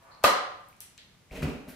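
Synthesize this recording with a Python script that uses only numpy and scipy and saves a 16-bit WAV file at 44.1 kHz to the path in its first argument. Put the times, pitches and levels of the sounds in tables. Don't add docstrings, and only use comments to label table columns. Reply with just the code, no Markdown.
import sys
import numpy as np
from scipy import signal
from scipy.fft import rfft, irfft, next_fast_len
from scipy.io import wavfile
from scipy.ndimage import uniform_filter1d

SR = 44100
rng = np.random.default_rng(int(sys.argv[2]) if len(sys.argv) > 2 else 0)


def boost_factor(decibels):
    exponent = np.asarray(decibels, float) / 20
    return 10 ** exponent


def to_wav(s):
    ch = np.atleast_2d(s).T
    pcm = np.round(np.clip(ch, -1, 1) * 32767)
    wavfile.write(sys.argv[1], SR, pcm.astype(np.int16))


N = 77175

# delay after the snap in seconds, level in dB.
SLAPS = [
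    (0, -1),
    (.0016, -5.5),
    (.0057, -3.5),
]
# frequency in Hz, level in dB, t60 in seconds.
CUP_MODES = [(639, 1, 0.027), (575, -6, 0.058), (1049, -2, .03), (1200, -5, 0.097), (2050, -28, 0.036),
             (2600, -6, 0.023), (4000, -10.5, 0.0094)]
# frequency in Hz, level in dB per Hz.
CRACK_SPECTRUM = [(88, -64.5), (150, -35), (534, -9), (1100, -19.5), (1190, -18), (1660, -22.5),
                  (4000, -32), (16000, -57.5)]
# frequency in Hz, left over right in dB.
SNAP_LEAN = [(500, 2), (1500, -7), (4000, 18.5), (9000, 16), (13000, -17)]
# frequency in Hz, width in Hz, level in dB.
THROWN_PEAKS = [(100, 80, -19), (306, 180, -10.5), (578, 64, 4), (752, 82, 3.5), (900, 62, -4),
                (1032, 110, 4), (1196, 67, 6.5), (1246, 80, -7), (1556, 95, -11.5), (1864, 180, -9.5),
                (2860, 730, -14.5), (3940, 170, -10), (5090, 2300, -38), (11010, 8400, -24)]
# time in seconds, level in dB.
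STRETCH_LEVEL = [(0.0, -72.5), (0.004, -69), (0.098, -62.5), (0.218, -78.5), (0.232, -43.5)]
# frequency in Hz, width in Hz, level in dB.
SKIN_PEAKS = [(694, 420, -9.5), (1180, 200, -4.5), (1650, 300, -14), (2500, 600, -22)]
# start in seconds, peak in dB, centre in Hz, width in Hz,
# room share in dB (more for far ones).
TICKS = [(.026, -54, 9100, 9000, 3), (0.1105, -59, 4280, 700, 11.5), (.148, -55, 5130, 700, -15),
         (0.6864, -44, 12000, 8900, 2), (.728, -52, 2287, 500, -6), (.7672, -52, 8040, 9000, -5),
         (.802, -55.5, 2790, 5150, 21.5), (0.8051, -26, 9506, 7730, 0.5), (.8054, -38, 5820, 1492, -8),
         (.816, -39, 10100, 3000, 2), (0.9781, -41.5, 6800, 2500, -8), (.979, -40, 3660, 2000, 2),
         (.9825, -44, 2100, 1490, -1), (1.3, -56.5, 2190, 740, 4.5), (1.3109, -43, 2350, 600, -5.5),
         (1.355, -39.5, 2500, 900, 3.5), (1.424, -32.5, 1200, 700, -0.5), (1.4225, -40, 9050, 6000, -4.5),
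         (1.4288, -30.5, 2600, 586, -5), (1.481, -41, 2500, 504, -1.5), (1.6863, -39.5, 11700, 6100, 9.5)]
# time in seconds, level in dB.
SLIDE_LEVEL = [(1.306, -79), (1.312, -41), (1.335, -40), (1.39, -43.5), (1.445, -32.5), (1.54, -44.5),
               (1.645, -56), (1.685, -45.5), (1.75, -61)]
# frequency in Hz, width in Hz, level in dB.
TOP_PEAKS = [(40, 22, 7.5), (75.8, 90, -8), (150, 55, 1.5), (258, 38, 3.5), (422, 114, -5), (595, 71, 1.5),
             (732, 500, -8.5)]
# frequency in Hz, width in Hz, level in dB.
SCUFF_PEAKS = [(2500, 530, 0)]
# start in seconds, peak in dB.
THUMPS = [(1.4085, -31), (1.4145, -28), (1.4285, -21), (1.4415, -20), (1.4545, -22), (1.4635, -28),
          (1.4685, -27), (1.484, -33), (1.56, -39), (1.672, -44), (1.70, -46)]
# frequency in Hz, level in dB, t60 in seconds.
BOOM_MODES = [(71.4, -10.5, .07), (150, -9.5, 0.077), (259, -4.5, .06)]
# start in seconds, level in dB, rise in seconds, t60 in seconds.
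RUSTLES = [
    (1.306, -53, 0.022, 0.27),
    (1.344, -50.5, .015, 0.41),
    (1.424, -41, .004, 0.12),
    (1.468, -54, .015, 0.5),
    (1.672, -54, 0.016, 0.39),
]
# frequency in Hz, level in dB per Hz.
CLOTH_SPECTRUM = [(590, -50), (1000, -7), (1960, -1.5), (2680, -4.5), (5130, -10.5), (11400, -18.5),
                  (16000, -18)]
# frequency in Hz, t60 in seconds.
ROOM_T60 = [(100, 0.18), (300, 0.58), (1200, 0.68), (4000, 0.59), (10000, 0.34), (16000, 0.17)]
# frequency in Hz, left-right likeness from -1 to 1.
ROOM_ALIKE = [(100, 0.33), (400, 0.67), (1200, 0), (8000, 0)]
# frequency in Hz, level in dB per Hz.
AIR_SPECTRUM = [(15, -57), (25, -8.5), (127, -4.5), (200, -6.5), (293, -14.5), (1650, -20.5), (2410, -21),
                (12500, -30), (16000, -33.5)]
# frequency in Hz, left-right likeness from -1 to 1.
AIR_ALIKE = [(60, 1), (380, 0.59), (2380, 0.47), (15000, -0.69)]

SNAP_S, SNAP_DB, ATTACK_S = .2402, -1, .0015
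SLIP_S, SLIP_DB = .0035, -22.5
CRACK_DB, CRACK_T60, CRACK_RISE_S = -8, .03, .002
PUFF_S, PUFF_DB = .01, -32.5
THROWN_DB, THIN_HZ = 15, 235
TICK_T60, TICK_ROUGH, TICK_PAN_DB = .004, .35, 6
GRAINS_PER_S, GRAIN_DB, SOFT_HZ, SCUFF_DB = 2500, 2, 900, -21
PUSH_S = .004
WALL_S = .005
RUB_ROOM_DB, TICK_ROOM_DB, TABLE_ROOM_DB = 8, 6, -2
DRY_HZ = 199
AIR_DB = -61.5


def unit(x):
    return x / np.sqrt(np.mean(x ** 2) + 1e-20)


def along(points, hz):
    f, value = np.transpose(points)
    return np.interp(np.log(hz + 1), np.log(f + 1), value)


def level(rows):
    s, db = np.transpose(rows)
    return boost_factor(np.interp(np.arange(N) / SR, s, db, left=-200, right=-200))


def filtered(x, response):
    m = next_fast_len(N + SR // 2)
    hz = np.fft.rfftfreq(m, 1 / SR)
    return irfft(rfft(x, m) * response(hz), m)[..., :N]


def resonance(f, centre, width, db):
    return boost_factor(db) * 1j * f * width / (centre * centre - f * f + 1j * f * width)


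def resonances(peaks):
    return lambda f: sum((-1) ** k * resonance(f, *peak) for k, peak in enumerate(peaks))


def highpass(hz):
    return lambda f: 1j * f / (hz + 1j * f)


def add(track, s, sound):
    part = track[..., round(s * SR):][..., :sound.shape[-1]]
    part += sound[..., :part.shape[-1]]


def blow(s):
    return 1. * (np.arange(N) == round(s * SR))


def ring(modes, t):
    sines = sum(boost_factor(db - 60 * t / t60) * np.sin(2 * np.pi * hz * t) for hz, db, t60 in modes)
    return sines * (1 - np.exp(-t / ATTACK_S))


def spread(pair, alike):
    def mid_side(hz):
        turn = np.arccos(np.clip(along(alike, hz), -1, 1)) / 2
        return np.array([np.cos(turn), np.sin(turn)])
    mid, side = filtered(pair, mid_side)
    return np.array([mid + side, mid - side])


def noise(spectrum, channels=1):
    white = rng.standard_normal((channels, N))
    return unit(filtered(white, lambda hz: boost_factor(along(spectrum, hz))))


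def snap():
    out, t = np.zeros(N), np.arange(SR // 5) / SR
    for late, db in SLAPS:
        add(out, SNAP_S + late, -boost_factor(db - 9) * ring(CUP_MODES, t))
    crack_shape = boost_factor(CRACK_DB - 60 * t / CRACK_T60) * np.clip(t / CRACK_RISE_S, 0, 1)
    add(out, SNAP_S, crack_shape * noise(CRACK_SPECTRUM)[0, :len(t)])
    slip_rise = np.arange(round(SLIP_S * SR)) / (SLIP_S * SR)
    add(out, SNAP_S - SLIP_S, boost_factor(SLIP_DB) * slip_rise * rng.standard_normal(len(slip_rise)))
    out = filtered(out, lambda f: highpass(THIN_HZ)(f) ** 2)
    add(out, SNAP_S, boost_factor(PUFF_DB) * np.sin(2 * np.pi * np.clip(t / PUFF_S, 0, 1)))
    return boost_factor(SNAP_DB) * out


def thrown():
    wide = filtered(blow(SNAP_S), lambda f: sum(resonance(f, *peak) for peak in THROWN_PEAKS))
    return boost_factor(THROWN_DB) * wide / np.linalg.norm(wide)


def stretch():
    return level(STRETCH_LEVEL) * unit(filtered(rng.standard_normal(N), resonances(SKIN_PEAKS)))


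def ticks():
    near, far, t = np.zeros((2, N)), np.zeros(N), np.arange(SR // 100) / SR
    pan_db = np.array([[TICK_PAN_DB], [-TICK_PAN_DB]]) / 2
    for s, db, hz, width, room_db in TICKS:
        touch = np.array([blow(s), blow(s)])
        add(touch[0], s, TICK_ROUGH * boost_factor(-60 * t / TICK_T60) * rng.standard_normal(len(t)))
        click, smooth = filtered(touch, lambda f: resonance(f, hz, width, 0) ** 2)
        near += boost_factor(db + pan_db) * click / np.abs(click).max()
        far += boost_factor(db + room_db) * smooth / np.abs(smooth).max()
    return near, far


def slide():
    strength = boost_factor(GRAIN_DB * rng.exponential(size=N)) * rng.standard_normal(N)
    grains = (rng.random(N) < GRAINS_PER_S / SR) * strength
    drag = unit(filtered(grains, lambda f: resonances(TOP_PEAKS)(f) / (1 + 1j * f / SOFT_HZ) ** 2))
    scuff = unit(filtered(rng.standard_normal(N), lambda f: resonances(SCUFF_PEAKS)(f) ** 2))
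    return level(SLIDE_LEVEL) * (drag + boost_factor(SCUFF_DB) * scuff)


def thumps():
    out, t = np.zeros(N), np.arange(SR // 4) / SR
    push = np.sin(np.pi * np.clip(t / PUSH_S, 0, 1)) ** 2
    boom = np.pad(-ring(BOOM_MODES, t), (round(PUSH_S * SR), 0))[:len(t)] / 2
    for s, db in THUMPS:
        add(out, s, boost_factor(db) * (push + boom))
    return out


def table():
    return filtered(slide() + thumps(), lambda f: highpass(30)(f) ** 2)


def sleeves():
    t, shape = np.arange(N) / SR, np.zeros(N)
    for s, db, rise, t60 in RUSTLES:
        fade = boost_factor(db - 60 * np.maximum(t - s - rise, 0) / t60)
        shape += fade * np.clip((t - s) / rise, 0, 1)
    lumps = boost_factor(0.91 * unit(uniform_filter1d(rng.standard_normal(N), size=150)))
    return shape * lumps * noise(CLOTH_SPECTRUM)[0]


def room(x):
    hz, t, z = signal.stft(rng.standard_normal((2, SR)), SR, nperseg=256)
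    decay = boost_factor(-60 * t / along(ROOM_T60, hz)[:, None])
    tail = signal.istft(z * decay, SR, nperseg=256)[1]
    tail = np.pad(tail / np.linalg.norm(tail[0]), ((0, 0), (round(WALL_S * SR), N)))[:, :N]
    return spread(signal.fftconvolve(x[None], tail, axes=1)[:, :N], ROOM_ALIKE)


def room_air():
    return boost_factor(AIR_DB) * unit(spread(noise(AIR_SPECTRUM, channels=2), AIR_ALIKE))


def scene():
    rub = stretch()
    sides = np.array([[1], [-1]])
    cup = filtered(snap() + rub, lambda hz: boost_factor(along(SNAP_LEAN, hz) / 2 * sides))
    near_ticks, far_ticks = ticks()
    desk = table() + sleeves()
    walls = room(thrown() + boost_factor(RUB_ROOM_DB) * rub + boost_factor(TICK_ROOM_DB) * far_ticks)
    desk_walls = boost_factor(TABLE_ROOM_DB) * room(filtered(desk, highpass(DRY_HZ)))
    return cup + near_ticks + walls + desk + desk_walls + room_air()


def top_cut(x):
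    return signal.sosfilt(signal.butter(12, 16460, fs=SR, output="sos"), x)


def record(dry):
    mix = filtered(dry, lambda hz: np.sin(np.pi / 2 * np.clip((15900 - hz) / 600, 0, 1)) ** 2)
    return top_cut(mix)


dry = scene()
out = record(dry)
to_wav(out)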